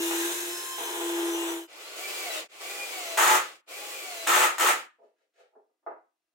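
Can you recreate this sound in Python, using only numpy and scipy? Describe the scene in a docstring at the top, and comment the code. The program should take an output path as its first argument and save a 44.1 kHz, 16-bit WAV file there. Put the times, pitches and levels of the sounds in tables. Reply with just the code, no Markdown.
"""In a small, hard-walled workshop a cordless drill bores two pilot holes in a plywood fence:
its rotor hums, its gears rattle, its bit tears chips. From 1.7 s a second drill drives screws, its
motor sagging as each bites; the first screw's sound fades quickly, a brief dip before the next.
At 3.2, 4.3 and 4.6 s the torque clutch slips in loud ratcheting bursts, steel balls jumping their
ramps. From 5 s the fence is slid and knocked into place on the bench, its plywood ringing."""
import sys
import numpy as np
from scipy import signal
from scipy.fft import rfft, irfft
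from scipy.io import wavfile

SR = 44100
rng = np.random.default_rng(int(sys.argv[2]) if len(sys.argv) > 2 else 0)


def transcribe(signal):
    """Save signal, clipped to [-1, 1], as a 16-bit WAV file at the path in sys.argv[1]."""
    frames = np.atleast_2d(signal).T
    limited = np.clip(frames, -1, 1)
    pcm = np.round(limited * 32767).astype(np.int16)
    wavfile.write(sys.argv[1], SR, pcm)


N = 279572
T = np.arange(N) / SR


def undb(db):
    return 10 ** (np.asarray(db) / 20)


def unit(x):
    """Scale to rms 1."""
    return x / np.sqrt(np.mean(x ** 2) + 1e-20)


def curve(rows):
    """Linear interpolation of (t/s, value) rows."""
    return np.interp(T, *np.transpose(rows))


def envelope(start, stop, attack_s, release_s):
    """Linear rise, hold, exponential release."""
    return np.clip((T - start) / attack_s, 0, 1) * np.exp(-np.maximum(T - stop, 0) / release_s)


def at_hz(points, hz):
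    """Read (f/Hz, value) rows on a log-frequency axis."""
    f, value = np.transpose(points)
    return np.interp(np.log(np.maximum(hz, 1)), np.log(f), value)


def colour(x, points, size=2048):
    """Minimum-phase filter from (f/Hz, level/dB) rows."""
    cepstrum = irfft(np.log(undb(at_hz(points, np.fft.rfftfreq(size, 1 / SR)))))
    cepstrum[1:size // 2] *= 2
    cepstrum[size // 2 + 1:] = 0
    return signal.oaconvolve(x, irfft(np.exp(rfft(cepstrum))))[:N]


def butter(x, hz, kind, order=2):
    return signal.sosfilt(signal.butter(order, min(hz, SR / 2 - 1), kind, fs=SR, output="sos"), x)


def resonance(x, hz, width_hz):
    """Band-pass, unity gain at the centre."""
    return signal.lfilter(*signal.iirpeak(hz, hz / width_hz, fs=SR), x)


def drift(rate_hz):
    """Slow noise, spread near 1."""
    count = int(N / SR * rate_hz) + 2
    return np.interp(T * rate_hz, np.arange(count), rng.standard_normal(count))


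def grains(per_s, spread_db):
    """Tiny random impacts of uneven size."""
    hits = (rng.random(N) < per_s / SR) * rng.standard_normal(N)
    return unit(hits * undb(spread_db * np.clip(rng.standard_normal(N), -2, 2)))


# Workshop decay: f/Hz, T60/s
WORKSHOP_DECAY = [(150, 0.4), (400, 0.24), (1000, 0.29), (2500, 0.3), (6000, 0.23), (14000, 0.18)]

def workshop(x, wet_db, left_lag_ms=0, blend_hz=800):
    """Direct sound plus dense wall echoes, in stereo; the bass is alike on both sides."""
    t = T[:SR // 2]
    hz = np.fft.rfftfreq(len(t), 1 / SR)
    mid, side = rfft(rng.standard_normal((2, len(t))))
    apart = np.minimum(hz / blend_hz, 1) ** 1.3
    pair = (mid + np.array([[1], [-1]]) * side * apart) / np.sqrt(1 + apart ** 2)
    centres, t60s = np.transpose(WORKSHOP_DECAY)
    tail = 0
    for share, t60 in zip(np.eye(len(centres)), t60s):
        band = irfft(pair * at_hz(np.c_[centres, share], hz), len(t))
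        tail += band * np.exp(-np.log(1000) * t / t60)
    tail *= t > .002  # the bench top answers first
    echoes = signal.oaconvolve(x[None], tail / np.sqrt(np.sum(tail ** 2) / 2), axes=1)[:, :N]
    direct = np.array([np.roll(x, round(left_lag_ms * SR / 1000)), x])
    return (direct + undb(wet_db) * echoes) / np.sqrt(1 + undb(wet_db) ** 2)


# Background spectrum: f/Hz, level/dB
ROOM_SPECTRUM = [(24, -54.5), (40, -12.5), (239, -19.5), (298, 0), (422, -14), (502, -15), (676, -8),
                 (866, -16), (15000, -26.5)]

def room_tone():
    """Faint, steady noise under everything."""
    return workshop(undb(-89.5) * unit(colour(rng.standard_normal(N), ROOM_SPECTRUM)), wet_db=2.5)


def shaft_turns(hz, wobble):
    """Shaft angle in turns; the speed wavers at random."""
    return np.cumsum(hz * (1 + wobble * drift(60))) / SR


def whine(turns, orders, flicker_db, flicker_hz=14):
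    """Tones locked to the shaft, each flickering on its own."""
    tones = 0
    for order, db in orders:
        level = undb(db + flicker_db * drift(flicker_hz))
        tones += level * np.sin(2 * np.pi * (order * turns + rng.random()))
    return unit(tones)


def gear_teeth(turns, count, gear_ratio=5.7):
    """Tooth impacts whose uneven sizes repeat with each turn of the planet carrier."""
    tooth = np.floor(turns / gear_ratio * count).astype(int)
    return unit(np.diff(tooth, prepend=0) * rng.standard_normal(count)[tooth % count])


def gearbox(turns, spectrum, teeth_db, stages=2):
    """Each planetary stage rattles, throbbing with the shaft, and takes its own path to the walls."""
    throb = 1 + .5 * np.cos(2 * np.pi * turns)
    rattle = 0
    for _ in range(stages):
        impacts = grains(4000, spread_db=4) * throb + undb(teeth_db) * gear_teeth(turns, count=181)
        rattle += workshop(colour(impacts, spectrum), wet_db=5, left_lag_ms=.17)
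    return unit(rattle)


# Shaft speed: t/s, f/Hz
PILOT_SPEED = [(.2, 337.6), (.3, 344.8), (.5, 349), (.7, 350.7), (.85, 343.7), (1.05, 340.5), (1.7, 334.1)]
# Holes: bit enters t/s, breaks through t/s, cutting level/dB, added rattle level/dB
PILOT_HOLES = [(-.05, 0.269, -42, -37.5), (.775, 1.6, -42.6, -54)]
# Rotor hum: t/s, level/dB
PILOT_HUM = [(0.0, -30.5), (0.262, -32.5), (0.316, -37), (0.338, -54), (0.352, -41), (0.516, -39.5),
             (0.658, -56.5), (0.894, -46.5), (1.056, -32), (1.256, -29), (1.528, -34), (1.6, -38)]
# Motor tones: shaft order, level/dB
PILOT_ORDERS = [(3, 10), (9, 9), (15, 4), (18, 1), (21, 10), (24, 1), (27, -1), (30, 0), (31, 1.5),
                (33, -6), (36, -1), (39, -7)]
# Gear mesh tones: shaft order, level/dB
PILOT_MESHES = [(2.57, -26), (2.76, -2), (4.65, -1.5), (8.3, 2), (10.8, -6), (11.7, -8), (17.9, 1),
                (18.55, -3.5), (22.9, 4), (24.85, 2.5), (28.5, -9), (32.1, -6), (35.8, -7), (37.1, 3),
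                (40.4, -8)]
# Gear rattle spectrum: f/Hz, level/dB
PILOT_RATTLE = [(880, -21.5), (1500, -3), (1610, 3), (1810, -3.5), (2680, -5), (3140, -7.5), (4020, -1.5),
                (4560, -11.5), (5510, -7.5), (6200, -2.5), (9850, -3.5), (13000, -4), (15800, -7.5)]
# Cutting spectrum: f/Hz, level/dB
CHIP_SPECTRUM = [(240, -25.5), (380, -5.5), (540, -11), (700, -9), (956, -7), (1070, -10), (1460, -13.5),
                 (1570, -19.5), (2110, -18.5), (3500, -14), (4550, -49.5), (7700, -120)]

def pilot_drill(free_hz=354.3, full_sag_hz=17.8, end_s=1.675, fade_s=.18):
    """The unbalanced rotor hums, the gears rattle and whine under load, the bit tears chips."""
    hz = curve(PILOT_SPEED)
    load = np.clip((free_hz - hz) / full_sag_hz, 0, 1)
    turns = shaft_turns(hz, wobble=.0015)
    running = np.clip((end_s - T) / fade_s, 0, 1)
    rattle_gain, cut_gain = running * undb(-42.6), 0
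    for start, stop, cut_db, rattle_db in PILOT_HOLES:
        cut_gain += running * np.sqrt(load) * undb(cut_db) * envelope(start, stop, .013, release_s=.5)
        rattle_gain += running * undb(rattle_db) * envelope(start, stop, .013, release_s=.24)
    hum_gain = undb(curve(PILOT_HUM) + .5) * np.minimum(2 * running, 1)
    hum = hum_gain * np.sqrt(2) * np.sin(2 * np.pi * turns) * undb([[.4], [-.4]])
    motor = undb(-42 - 5 * load) * whine(turns, PILOT_ORDERS, flicker_db=5) * running
    meshes = undb(-5) * whine(turns, PILOT_MESHES, flicker_db=7.5) * np.sqrt(rattle_gain * cut_gain)
    tones = workshop(motor + meshes, wet_db=-3, left_lag_ms=.19)
    gears = undb(1.5) * gearbox(turns, PILOT_RATTLE, teeth_db=-3) * rattle_gain
    tearing = grains(2500, spread_db=9.9) + .53 * gear_teeth(turns, count=47)
    chips = undb(3.5) * unit(colour(tearing, CHIP_SPECTRUM))
    cutting = workshop(chips, wet_db=2.5, left_lag_ms=.21) * cut_gain
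    return hum + tones + gears + cutting


# Trigger pulls: half pressed t/s, fully pressed t/s, fade starts t/s, fade/s, free shaft f/Hz, level/dB,
# screw half bitten t/s, bite time/s
TRIGGER_PULLS = [(1.67, 1.955, 2.39, .095, 266, -36.3, 2.275, .035),
                 (2.48, 2.595, 3.36, .265, 275, -37.9, 2.99, .075),
                 (3.66, 3.672, 4.445, .26, 279, -40, 4.07, .06),
                 (4.565, 4.565, 4.705, .19, 279, -37, 4.5, .04)]

def screw_motor(half_speed=.62, squeeze_s=.075, spin_up_s=.033, sag_hz=62.97, load_db=2.3, slip_load=.44):
    """A pull spins the motor up; the screw loads it, a clutch slip relieves it; pitch and level fall."""
    slips = sum(envelope(start, stop, attack_s=.1, release_s=.08) for start, stop, *_ in CLUTCH_SLIPS)
    slipping = np.minimum(slips, 1)
    hz, torque, gain = 0, 0, 0
    for half, full, stop, fade_s, free_hz, db, bite, bite_s in TRIGGER_PULLS:
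        eased = half_speed * (1 - np.exp(-np.maximum(T - half, 0) / squeeze_s))
        spun_up = 1 - np.exp(-np.maximum(T - full, 0) / spin_up_s)
        fade = np.clip(1 - (T - stop) / fade_s, 0, 1) ** 1.25
        drive = (eased + (1 - eased) * spun_up) * fade
        load = .5 + .5 * np.tanh((T - bite) / (2 * bite_s))
        load += slipping * (slip_load - load)
        hz = np.maximum(hz, drive * (free_hz - sag_hz * load))
        torque = np.maximum(torque, drive * load)
        gain = np.maximum(gain, drive ** 1.1 * undb(db + load_db * load))
    return hz, torque, gain


# Gear rattle spectrum: f/Hz, level/dB
SCREW_RATTLE = [(88, -85.5), (150, -60), (333, -5.5), (522, -4.5), (564, -5), (660, -3), (937, -10),
                (1280, -6.8), (1650, -11), (2300, -4.5), (2630, -4.5), (6080, -12), (7110, -8),
                (10700, -13), (15800, -12.3)]
# Tones of 3 rotor poles and 9 pinion teeth: shaft order, level/dB
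SCREW_ORDERS = [(2, -8), (3, 3), (4, -7.5), (6, -4.5), (9, 4), (12, -12.5), (18, -11), (27, 1.5), (36, -7),
                (45, -9.5), (54, -10)]
# Casing modes: f/Hz, width/Hz, level/dB
CASING_MODES = [(650, 150, -1), (2340, 340, -3.3), (4080, 450, -3)]
# Pinion overtones under load: shaft order, level/dB
PINION_ORDERS = [(3, 0), (6, -6), (9, -7), (18, 5), (27, -4), (36, -6), (45, -8), (54, -7), (63, -8)]

def screw_drill(hz, load, turns, backlash_turns=.05):
    """Gears rattle, duller when slow; motor tones sweep the casing modes; the loaded pinion whines."""
    speed = hz / np.max(hz)
    rattle = gearbox(turns, SCREW_RATTLE, teeth_db=-8)
    rattle = speed * rattle + (1 - speed) * butter(rattle, 5000, "low", order=1)
    loose_turns = turns + backlash_turns * drift(45) * (1.3 - speed)  # gear play roughens the tones
    tight_turns = (loose_turns + turns) / 2  # load takes up half the play
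    motor = whine(loose_turns, SCREW_ORDERS, flicker_db=3.5, flicker_hz=45)
    casing = sum(undb(db) * resonance(motor, centre, width) for centre, width, db in CASING_MODES)
    tones = undb(-3.5) * (.2 * motor + casing) * np.sqrt(speed)
    pinion = undb(-9.5) * load ** 1.5 * whine(tight_turns, PINION_ORDERS, flicker_db=3, flicker_hz=45)
    return rattle + workshop(tones + pinion, wet_db=-1)


# Drill housing and board modes: f/Hz, width/Hz, level/dB
HOUSING_MODES = [(349.5, 60, 2), (752.5, 41, -0.5), (864, 58, 8.5), (1271, 110, 5), (1740, 68, -2),
                 (1863, 170, -0.5)]
# Radiation spectrum: f/Hz, level/dB
CLUTCH_SPECTRUM = [(140, -37), (260, -24), (350, -10), (520, -9), (860, -7.5), (1250, -3.2), (2000, -8.5),
                   (3200, -12), (5000, -21), (6800, -12.5), (8400, -14), (10300, -20), (12800, -18),
                   (15800, -20)]

def housing(force, wet_db):
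    """Clutch blows pass through housing and board into the room."""
    ring = sum(undb(db) * resonance(force, hz, width) for hz, width, db in HOUSING_MODES)
    return workshop(colour(force + .5 * ring, CLUTCH_SPECTRUM), wet_db)


# Slips: start t/s, stop t/s, level/dB, attack/s, decay/s, board ring f/Hz, ring lift/dB
CLUTCH_SLIPS = [(3.171, 3.354, -23.6, .002, 0.019, 868, 3), (4.266, 4.44, -23, 0.0054, 0.028, 374, 2),
                (4.579, 4.685, -23.4, 0.0091, .03, 374, 1)]

def clutch(turns, jitter_s=.00005, scatter_db=1.13, crack_s=.0018, split_hz=2600, stagger_s=.0019):
    """Screw home: three steel balls jump their ramps every second motor turn, with a thump and cracks."""
    gain = sum(undb(db) * envelope(start, stop, attack_s, decay_s)
               for start, stop, db, attack_s, decay_s, *_ in CLUTCH_SLIPS)
    jumps = np.flatnonzero(np.diff(np.floor(turns / 2)))
    lateness, weakness = rng.standard_normal((len(jumps), 2)).T
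    landings = np.clip(jumps + (jitter_s * SR * lateness).astype(int), 0, N - 1)
    blows = np.zeros(N)
    blows[landings] = undb(-scatter_db * weakness)
    blows[[int((start + .0025) * SR) for start, *_ in CLUTCH_SLIPS]] = 1  # first let-go
    blows *= gain
    decay = np.exp(-T[:SR // 50] / crack_s)
    cracks = signal.oaconvolve(blows, decay / np.linalg.norm(decay))[:N]
    sound = housing(butter(blows, split_hz, "low"), wet_db=4)  # thump
    for ball in range(3):  # the balls land in turn
        chatter = np.roll(cracks, int(ball * stagger_s * SR)) * rng.standard_normal(N) / np.sqrt(3)
        bright = butter(chatter, split_hz, "high", order=1)
        dull = butter(chatter, split_hz, "low", order=1)
        sound += undb(2.5) * housing(bright + .44 * dull, wet_db=5)
    board = 0
    for start, stop, _, attack_s, decay_s, ring_hz, lift_db in CLUTCH_SLIPS:
        ring = resonance(sound, ring_hz, width_hz=80)
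        board += (undb(lift_db) - 1) * envelope(start, stop, attack_s, decay_s) * ring
    return undb(3.3) * unit(sound + board) * np.sqrt(np.mean(gain ** 2))


# Pushes: start t/s, end t/s, rumble level/dB, hiss level/dB
FENCE_PUSHES = [(4.976, 5.04, -64.5, -83), (5.14, 5.22, -77, -84), (5.32, 5.4, -55.5, -72.5)]
# Friction spectrum: f/Hz, level/dB
RUB_SPECTRUM = [(120, -94), (200, -49), (486, -1.5), (602, -12.5), (786, -5.5), (973, -27), (1270, -18.5),
                (1600, -23), (7250, -41), (14000, -54.5)]

def fence_slides(attack_s=.075, release_s=.055):
    """Grit rubs between board and bench: a light push hisses, a firm one makes the wood rumble."""
    rub = unit(colour(grains(1500, spread_db=3.4), RUB_SPECTRUM))
    hiss = unit(butter(rub, 1300, "high", order=3))
    sound = 0
    for start, stop, rumble_db, hiss_db in FENCE_PUSHES:
        push = envelope(start, stop, attack_s, release_s) ** 2
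        touch = envelope(start, stop, attack_s / 2, release_s / 2)
        sound += undb(rumble_db) * push * rub + undb(hiss_db) * touch * hiss
    return sound


# Contacts with the bench: t/s, relative level/dB, decay/s, low-pass f/Hz
FENCE_CONTACTS = [(4.983, -16.5, 0.012, 601), (5.016, -13.5, 0.023, 480), (5.19, -46, 0.019, 900),
                  (5.524, -29, 0.013, 800), (5.552, -15, 0.011, 750), (5.585, -28, 0.014, 650),
                  (5.69, -38.5, 0.013, 900), (5.828, -38, .008, 1488), (5.863, 0, 0.0082, 2000),
                  (5.902, -9, 0.021, 1900)]
# Plywood modes: f/Hz, width/Hz, level/dB
FENCE_MODES = [(443, 32.4, -3), (830, 56, -20), (1193, 48, -4), (1880, 170, -24), (2290, 44, -30),
               (2520, 44, -29), (2670, 46, -20), (2800, 30, -36), (2960, 16, -48)]
# Thud spectrum: f/Hz, level/dB
THUD_SPECTRUM = [(120, -36), (200, -35), (290, -8), (440, -1.5), (600, -2), (800, 0), (1200, -9.5),
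                 (2000, -17), (2800, -35), (4000, -38), (9000, -33), (15000, -52)]

def fence_knocks():
    """Wood meets wood: short, gritty contacts thud and ring the plywood box."""
    force, t = np.zeros(N), T[:SR // 5]
    for start, db, decay_s, cutoff_hz in FENCE_CONTACTS:
        contact = rng.standard_normal(len(t)) * np.exp(-t / decay_s)
        contact /= np.linalg.norm(contact)
        onset = int(start * SR)
        force[onset:onset + len(t)] += undb(db) * (butter(contact, cutoff_hz, "low") + .042 * contact)
    ring = sum(undb(db) * resonance(resonance(force, hz, width), hz, width)
               for hz, width, db in FENCE_MODES)
    return undb(-71.5) * unit(ring) + undb(-59) * unit(colour(force, THUD_SPECTRUM))


def scene():
    """Boring, screwing, then the fence; one motor turns both the screw drill's gears and its clutch."""
    hz, load, gain = screw_motor()
    turns = shaft_turns(hz, wobble=.004)
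    background = room_tone()
    boring = pilot_drill()
    screwing = gain * screw_drill(hz, load, turns) + clutch(turns)
    fence = workshop(fence_slides() + fence_knocks(), wet_db=8.5)
    return background + boring + screwing + fence


def record(dry, top_hz=15900):
    """The microphones pass little bass; the right one is duller at the very top."""
    left, right = butter(dry, 250, "high", order=6) + undb(-16.5) * dry
    left = colour(left, [(100, 1.17), (9500, .81), (13000, .011), (16000, 1.8)])
    right = colour(right, [(100, .5), (9500, .5), (13000, -4.5), (16000, -2.5)])
    low_pass = signal.ellip(10, .2, 80, top_hz, fs=SR, output="sos")
    return signal.sosfilt(low_pass, np.array([left, right]))


dry = scene()
out = record(dry)
transcribe(out)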